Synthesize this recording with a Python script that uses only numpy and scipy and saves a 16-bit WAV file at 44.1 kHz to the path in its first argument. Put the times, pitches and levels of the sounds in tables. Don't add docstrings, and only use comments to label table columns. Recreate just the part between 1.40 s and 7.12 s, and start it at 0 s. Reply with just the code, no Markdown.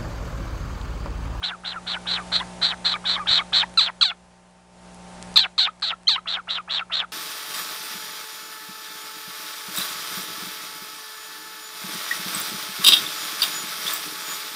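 import sys
import numpy as np
from scipy import signal
from scipy.io import wavfile
from scipy.ndimage import uniform_filter1d

SR = 44100
rng = np.random.default_rng(int(sys.argv[2]) if len(sys.argv) > 2 else 0)


def gain_from_db(level_db):
    decades = np.asarray(level_db, float) / 20
    return 10 ** decades


def to_wav(s):
    ch = np.atleast_2d(s).T
    pcm = np.round(np.clip(ch, -1, 1) * 32767)
    wavfile.write(sys.argv[1], SR, pcm.astype(np.int16))


N = 252252


def evened(x):
    return x / np.sqrt(np.mean(x ** 2) + 1e-20)


def wander(hz):
    return evened(signal.sosfilt(signal.butter(2, hz, fs=SR, output="sos"), rng.standard_normal(N)))


def resonate(x, hz, width):
    turn = np.exp(2j * np.pi * np.cumsum(hz * np.ones(len(x))) / SR)
    r = np.exp(-np.pi * width / SR)
    return 2 * (turn * signal.lfilter([1 - r], [1, -r], x / turn)).real


def pulses(hz, rough):
    jitter = (.012 + 0.28 * rough ** 2) * wander(300) + .011 * wander(70)
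    turns = np.cumsum(hz * np.exp(jitter)) / SR
    at = np.flatnonzero(np.diff(np.floor(turns)))
    late = (np.ceil(turns[at]) - turns[at]) / (turns[at + 1] - turns[at])
    flap_db = (0.55 + rough) * 2.9 * np.tanh(0.77 * wander(600))
    slow_db = 3.4 * np.tanh(0.61 * wander(130))
    strength = gain_from_db(flap_db + slow_db) / np.sqrt(hz / SR)
    strength *= np.where(wander(260) > 3.3 - 2.3 * rough, .2, 1)
    train = np.zeros(N + 16)
    for k in range(16):
        u = k - 7 - late
        np.add.at(train, at + k, strength[at] * np.sinc(u) * (1 + np.cos(np.pi * u / 8)) / 2)
    return train[7:N + 7]


def croaks(calls, width_hz, below_db, above_db, second_db):
    # mode_hz, mode_width_hz, level_db
    pipe_modes = [(680, 570, -8.5), (1426, 1416, 2)]
    s, beak_db, beak_hz, *columns = np.transpose(sum(calls, []))
    t = np.arange(N) / SR
    pipe_db, hz, rough = (np.interp(t, s, c) for c in columns)
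    beak_hz = np.cbrt(np.interp(t, s, beak_hz ** 3))
    rough = np.clip(rough, 0, 1)
    sounding = np.zeros(N)
    for rows in calls:
        to_edge = np.minimum(t - rows[0][0] + 0.0014, rows[-1][0] + 0.0018 - t)
        sounding += np.clip(to_edge / 0.00062, 0, 1)
    breath = (.12 + .07 * rough) * rng.standard_normal(N)
    drive = sounding * (pulses(hz, rough) + breath)

    open_beak = gain_from_db(np.interp(t, s, beak_db)) * drive
    skirt = resonate(open_beak, beak_hz, width_hz)
    ring = resonate(skirt, beak_hz * 0.901, width_hz)
    ring = resonate(ring, beak_hz * 1.017, width_hz)
    low = ring - gain_from_db(below_db) * skirt
    for above in (1.3, 1.7):
        low = low - resonate(low, beak_hz * above, 1263)
    low = signal.sosfilt(signal.butter(5, (1200, 5000), "band", fs=SR, output="sos"), low)

    high = gain_from_db(second_db) * resonate(open_beak, beak_hz * 1.93, 800) - gain_from_db(above_db) * skirt
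    high = high * (beak_hz / 4000) ** 4
    high = signal.sosfilt(signal.butter(4, (5300, 8300), "band", fs=SR, output="sos"), high)

    pipe_drive = gain_from_db(pipe_db) * drive
    pipe = np.zeros(N)
    for k, (mode_hz, mode_width_hz, db) in enumerate(pipe_modes):
        pipe += (-1) ** k * gain_from_db(db) * resonate(pipe_drive, mode_hz, mode_width_hz)
    pipe = signal.sosfilt(signal.butter(4, (400, 1800), "band", fs=SR, output="sos"), pipe)
    return gain_from_db(21.0) * (low + high) + gain_from_db(11.0) * pipe


def windpipe_db(effort_db):
    return -26 + 0.54 * effort_db


def row_at(rows, s):
    return [s] + [np.interp(s, rows[:, 0], c) for c in rows.T[1:]]


def with_chirp(rows, s, note_s, from_hz, to_hz, db):
    catch_s, rough, lift_db = .004, .1, .1
    end = s + note_s
    note = []
    for share, fade_db in ((0, 0), (.75, -3), (1, -10)):
        _, beak_db, beak_hz = row_at(rows, s + share * note_s)[:3]
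        pitch_hz = from_hz + share * (to_hz - from_hz)
        note.append([s + share * note_s, beak_db + lift_db, beak_hz, db + fade_db, pitch_hz, rough])
    before = rows[rows[:, 0] < s - catch_s]
    after = rows[rows[:, 0] > end + catch_s]
    later = [row_at(rows, end + catch_s)] if rows[-1, 0] > end + catch_s else []
    return np.array([*before, row_at(rows, s - catch_s), *note, *later, *after])


def croak(start, length, early_db, late_db, rise, onset, hold, drop=()):
    # from_shut_s, beak_over_effort_db, beak_hz, windpipe_over_law_db, pulse_hz, roughness
    shutting = [
        (-.019, -1.1, 3254, 2.1, 719.8, .8),
        (-.009, -6, 2466, 6, 740, .75),
        (0, -17, 1850, 6.8, 742, .75),
        (.007, -46.5, 2342, 3, 740, .7),
    ]
    # start_s, length_s, from_hz, to_hz, windpipe_db
    clear_notes = [(0.121, .036, 1638, 1180, -35.5), (.362, 0.027, 1423, 1230, -33),
                   (.569, .011, 1526, 1450, -34.5), (.802, .024, 1243, 1150, -35.5),
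                   (1.006, .014, 980.3, 1097, -24.5), (1.54, 0.015, 1228, 1214, -28),
                   (1.764, .008, 1102, 1167, -24.5), (1.796, .042, 1246, 1114, -29.5),
                   (1.992, .01, 1134, 1174, -24.5), (2.014, .011, 1245, 1250, -30),
                   (2.235, .008, 901, 990, -22.5), (2.72, 0.0096, 1357, 1347, -36),
                   (4.279, .017, 1150, 1330, -27.5), (4.53, .011, 1370, 1302, -28.5),
                   (4.762, .012, 1010, 1162, -28), (4.781, .013, 1320, 1220, -30.5),
                   (4.988, .02, 1492, 1146, -32.5), (5.186, 0.024, 1411, 1140, -32),
                   (5.412, 0.02, 1428, 1256, -31.5), (5.639, 0.012, 1460, 1182, -32)]
    sink_s = .033
    shut = start + length
    hold_hz = 719.8 - 18 * start
    wide_hz, sink_hz, arch_db, pipe_db, rough = hold

    rows = []
    for share, db, hz, pipe, *voice in onset:
        rows.append((start + rise * share, early_db + db, hz, windpipe_db(early_db) + pipe, *voice))
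    held = rows[-1][0]
    span = shut - sink_s - held
    for share in (.35, .7):
        db = early_db + share * (late_db - early_db) + arch_db
        rows.append((held + share * span, db, wide_hz, windpipe_db(db) + pipe_db, hold_hz, rough))
    late_pipe_db = windpipe_db(late_db)
    rows.append((shut - sink_s, late_db, sink_hz, late_pipe_db + pipe_db, hold_hz * 1.04, rough))
    for s, db, hz, pipe, *voice in shutting:
        rows.append((shut + s, late_db + db, hz, late_pipe_db + pipe, *voice))
    rows = np.array(rows)

    if len(drop):
        s, *voice = np.transpose(drop)
        added = [row_at(rows, x) for x in s]
        rows = np.array(sorted([*map(list, rows), *added]))
        early = rows[:, 0] <= s[-1]
        rows[early, 4:] = np.transpose([np.interp(rows[early, 0], s, c) for c in voice])
    for note in clear_notes:
        if start < note[0] < shut + .03:
            rows = with_chirp(rows, *note)
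    return list(map(tuple, rows))


def bouts():
    # start_s, until_shut_s, early_effort_db, late_effort_db, opening_s
    swells = [
        (.021, .096, -19, -27.5, .026),
        (.237, 0.11, -25.5, -30, .029),
        (.463, 0.1, -25, -24, .013),
        (.658, .13, -20.5, -23, .028),
        (1.642, 0.14, -19, -19, 0.029),
        (1.86, 0.15, -13.5, -13.5, .034),
        (2.124, .115, -12.5, -14.5, .016),
    ]
    groans = [
        (4.858, 0.12, -22.5, -24.5, .027),
        (5.073, 0.12, -22.5, -25.5, .029),
        (5.277, .133, -23.5, -22, .033),
        (5.499, 0.13, -20.5, -23, .039),
    ]
    # same columns, the last is full_effort_s
    rasps = [
        (.918, .107, -13, -26, 0.044),
        (1.214, .122, -12, -22, 0.041),
        (1.445, .117, -13.5, -21, .015),
    ]
    # same columns, the last is rise_s
    bursts = [
        (2.375, 0.12, -8, -21.5, 0.017),
        (2.612, 0.11, -8.5, -23, .016),
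        (3.96, 0.1, -6, -20.5, .011),
        (4.18, .101, -11, -20, .01),
        (4.424, .102, -20, -23.5, 0.02),
        (4.691, .085, -10.5, -22.5, .004),
    ]
    # time_s, pulse_hz, roughness (0-1)
    drops = [
        [(2.374, 1355, 0.31), (2.39, 1316, .15), (2.404, 1025, 0.22), (2.418, 759.6, 0.32), (2.43, 676.6, 0.8),
         (2.47, 656.6, 0.94)],
        [(2.613, 1478, .4), (2.633, 1200, .3), (2.645, 880, .08), (2.662, 758.6, 0.1), (2.696, 680, .1),
         (2.706, 721, 0.74)],
        [(3.959, 1373, 0.46), (3.97, 1194, 0.36), (3.978, 919.5, 0.5), (4.008, 821, 0.7), (4.014, 811, 0.03),
         (4.04, 735, 0.55)],
        [(4.181, 1449, .6), (4.19, 1099, .35), (4.204, 777, 0.44), (4.23, 764.5, .48), (4.26, 688.7, 0.35)],
        [(4.422, 1438, 0.65), (4.436, 808, 0.61), (4.456, 754, 0.39), (4.47, 652, .59), (4.5, 700, 0.48)],
        [(4.691, 1310, .25), (4.704, 958, .4), (4.722, 834, 0.34), (4.748, 766, 0.21)],
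    ]
    # share of the last column above, beak_over_effort_db, beak_hz, windpipe_over_law_db,
    # pulse_hz, roughness (0-1)
    swell_on = [
        (0, -34, 2400, -2.1, 1350, .3),
        (.3, -10, 2950, .6, 810.2, .45),
        (.6, -2.5, 3650, -1.5, 769.9, .45),
        (1.01, -0.5, 3850, -2, 740.2, .55),
    ]
    groan_on = [
        (0, -46, 2400, -1.5, 1369, 0.2203),
        (.3, -21, 2240, 1, 659.6, 0.43),
        (.6, -6.5, 3050, -1.5, 670, .4),
        (1.01, 0.5, 3780, -2, 650, .62),
    ]
    rasp_on = [
        (0, -17.5, 3857, 0.11, 775, .8),
        (.35, -2, 4015, -1.1, 731, .8),
        (1.01, 0, 4006, 0, 699, .9),
    ]
    burst_on = [
        (0, -5, 4258, 2, 1380, .25),
        (1.01, 0.5, 4053, -0.5, 1250, 0.17),
        (1.8, -5, 4005, -4, 900, .2),
    ]
    # widest beak_hz, beak_hz as it starts to shut, effort arch_db, windpipe_over_law_db, roughness
    swell_hold, groan_hold = (4000, 3800, 1.6, -.6, .88), (3950, 3620, -2, 0.5, 0.96)
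    rasp_hold, burst_hold = (4002, 3851, -2, -.1, 0.8), (4050, 3750, -2, -2, .6)
    pause_s = 3.3
    calls = [croak(*row, swell_on, swell_hold) for row in swells]
    calls += [croak(*row, groan_on, groan_hold) for row in groans]
    calls += [croak(*row, rasp_on, rasp_hold) for row in rasps]
    calls += [croak(*row, burst_on, burst_hold, drop) for row, drop in zip(bursts, drops)]
    calls = sorted(calls)
    return [c for c in calls if c[0][0] < pause_s], [c for c in calls if c[0][0] > pause_s]


def head_shadow(voice):
    start_s, end_s = .88, 2.3
    aside = slice(round(start_s * SR), round(end_s * SR))
    voice[aside] -= .85 * resonate(voice[aside], 2770, 220)
    return voice


def squeaks():
    # start_s, length_s, from_hz, to_hz, level_db, octave_db
    whistles = [
        (2.61, 0.0081, 3310, 3230, -17, -38.5),
        (4.67, 0.013, 3110, 3210, -19.5, -44.5),
        (4.678, 0.014, 1913, 2259, -32.5, -11.5),
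    ]
    out = np.zeros(N)
    for s, length, from_hz, to_hz, db, octave_db in whistles:
        phase = 2 * np.pi * np.cumsum(np.linspace(from_hz, to_hz, round(length * SR))) / SR
        tone = gain_from_db(db) * np.sin(phase) + gain_from_db(octave_db) * np.sin(2 * phase)
        tone += gain_from_db(octave_db - 25.5) * np.sin(3 * phase)
        out[round(s * SR):][:len(tone)] += np.sqrt(2) * tone * signal.windows.tukey(len(tone), .5)
    return out


def ticks():
    # start_s, peak_db, low_part_db
    clicks = [(2.1244, -27, -2), (2.2957, -31, -9), (2.3401, -28.5, 5), (2.5971, -41, 7),
              (3.1113, -46, -13.5), (3.5455, -25, -8.5), (3.8264, -12.5, -6), (3.9418, -24, -7),
              (4.3994, -31.5, 11), (4.4132, -32.5, 8), (4.6336, -29, -10), (4.8725, -49.5, -1),
              (5.0779, -46, -8), (5.5236, -29, 8)]
    out, t = np.zeros(N), np.arange(400) / SR
    for s, db, low_db in clicks:
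        puff = rng.standard_normal(400) * np.exp(-t / .00025)
        snap = resonate(puff, 9300, 4500) + gain_from_db(low_db) * resonate(puff, 2200, 2500)
        out[round(s * SR):][:400] += gain_from_db(db) * snap / abs(snap).max()
    thump_s, thump_hz, thump_db = 1.905, 121.3, -28
    t = np.arange(2000) / SR
    thump = np.sin(2 * np.pi * thump_hz * t) * np.exp(-t / 0.0071)
    out[round(thump_s * SR):][:2000] += gain_from_db(thump_db) * thump
    return signal.sosfilt(signal.butter(12, 10000, fs=SR, output="sos"), out)


def walls(x, t60=0.14, dull_hz=6000):
    taps = np.zeros(SR // 2)
    at = np.arange(130, len(taps) - 22, 22)
    decay = gain_from_db(-60 * at / SR / t60)
    taps[at + rng.integers(0, 22, len(at))] = rng.choice([-1., 1.], len(at)) * decay
    taps = signal.lfilter(*signal.butter(1, dull_hz, fs=SR), taps)
    return signal.oaconvolve(x, taps / np.linalg.norm(taps))[:N]


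def room_tone():
    # time_s, level_db
    gain_curve = [(0, -51), (.29, -50.5), (.45, -46.5), (.92, -42), (1.22, -43.5), (1.27, -45.5),
                  (1.9, -45.5), (2.38, -47.5), (2.40, -52.5), (2.62, -53), (2.64, -56), (3.28, -57.5),
                  (3.45, -50), (3.9, -43.5), (3.96, -45.5), (3.98, -51), (4.2, -56), (5.72, -55.5)]
    # multiple of the mains, level_db under the main line
    hum_lines = [(1, -9), (2, -11), (3, -0.5), (4, -15.5), (5, -20), (6, -14.5), (7, -18), (9, -14),
                 (10, -13), (11, -12.5), (13, -8.5), (14, -15), (15, -8.5), (17, -16)]
    # frequency_hz, density_db per Hz
    air_spectrum = [(15, -47), (25, -6), (129, -13.5), (176, -9), (288, -14.5), (716, -8.5), (774, -12.5),
                    (836, -12), (904, -13.5), (1030, -11.5), (3680, -20.5), (7830, -23), (10200, -24.5),
                    (12500, -58), (16200, -66), (22000, -120)]
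    mains_hz, air_db = 60, -1
    t, frames, hz = np.arange(N) / SR, N // 512 + 5, np.fft.rfftfreq(2048, 1 / SR)
    hum = np.zeros(N)
    for k, db in hum_lines:
        hum += gain_from_db(db) * np.sin(2 * np.pi * (k * mains_hz * t + rng.random()))
    a, b, patches = rng.standard_normal((frames, len(hz), 3)).T
    patches = uniform_filter1d(patches, 20, 0)
    patches = evened(uniform_filter1d(patches, 6, 1))
    f, db = np.transpose(air_spectrum)
    colour_db = np.interp(np.log(hz + 1), np.log(f), db)
    spectrum = (a + 1j * b) * gain_from_db(colour_db[:, None] + .7 * patches)
    air = signal.istft(spectrum, nperseg=2048, noverlap=1536)[1][:N]
    gain = gain_from_db(np.interp(t, *np.transpose(gain_curve)))
    return gain * (np.sqrt(2) * hum + gain_from_db(air_db) * evened(air))


def scene():
    first, second = bouts()
    voice = croaks(first, width_hz=560, below_db=-13, above_db=-38.5, second_db=-39)
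    voice = voice + croaks(second, width_hz=780, below_db=-15, above_db=-35.5, second_db=-37.5)
    bird = head_shadow(voice) + squeaks() + ticks()
    return (bird + gain_from_db(-25.5) * walls(bird) + room_tone())[None]


def band_limit(x):
    return signal.sosfilt(signal.butter(12, 15960, fs=SR, output="sos"), x)


def record(dry):
    clip = .735
    dull = signal.sosfilt(signal.butter(10, 12200, fs=SR, output="sos"), dry)
    return band_limit(np.clip(dull, -clip, clip))


dry = scene()
out = record(dry)
to_wav(out)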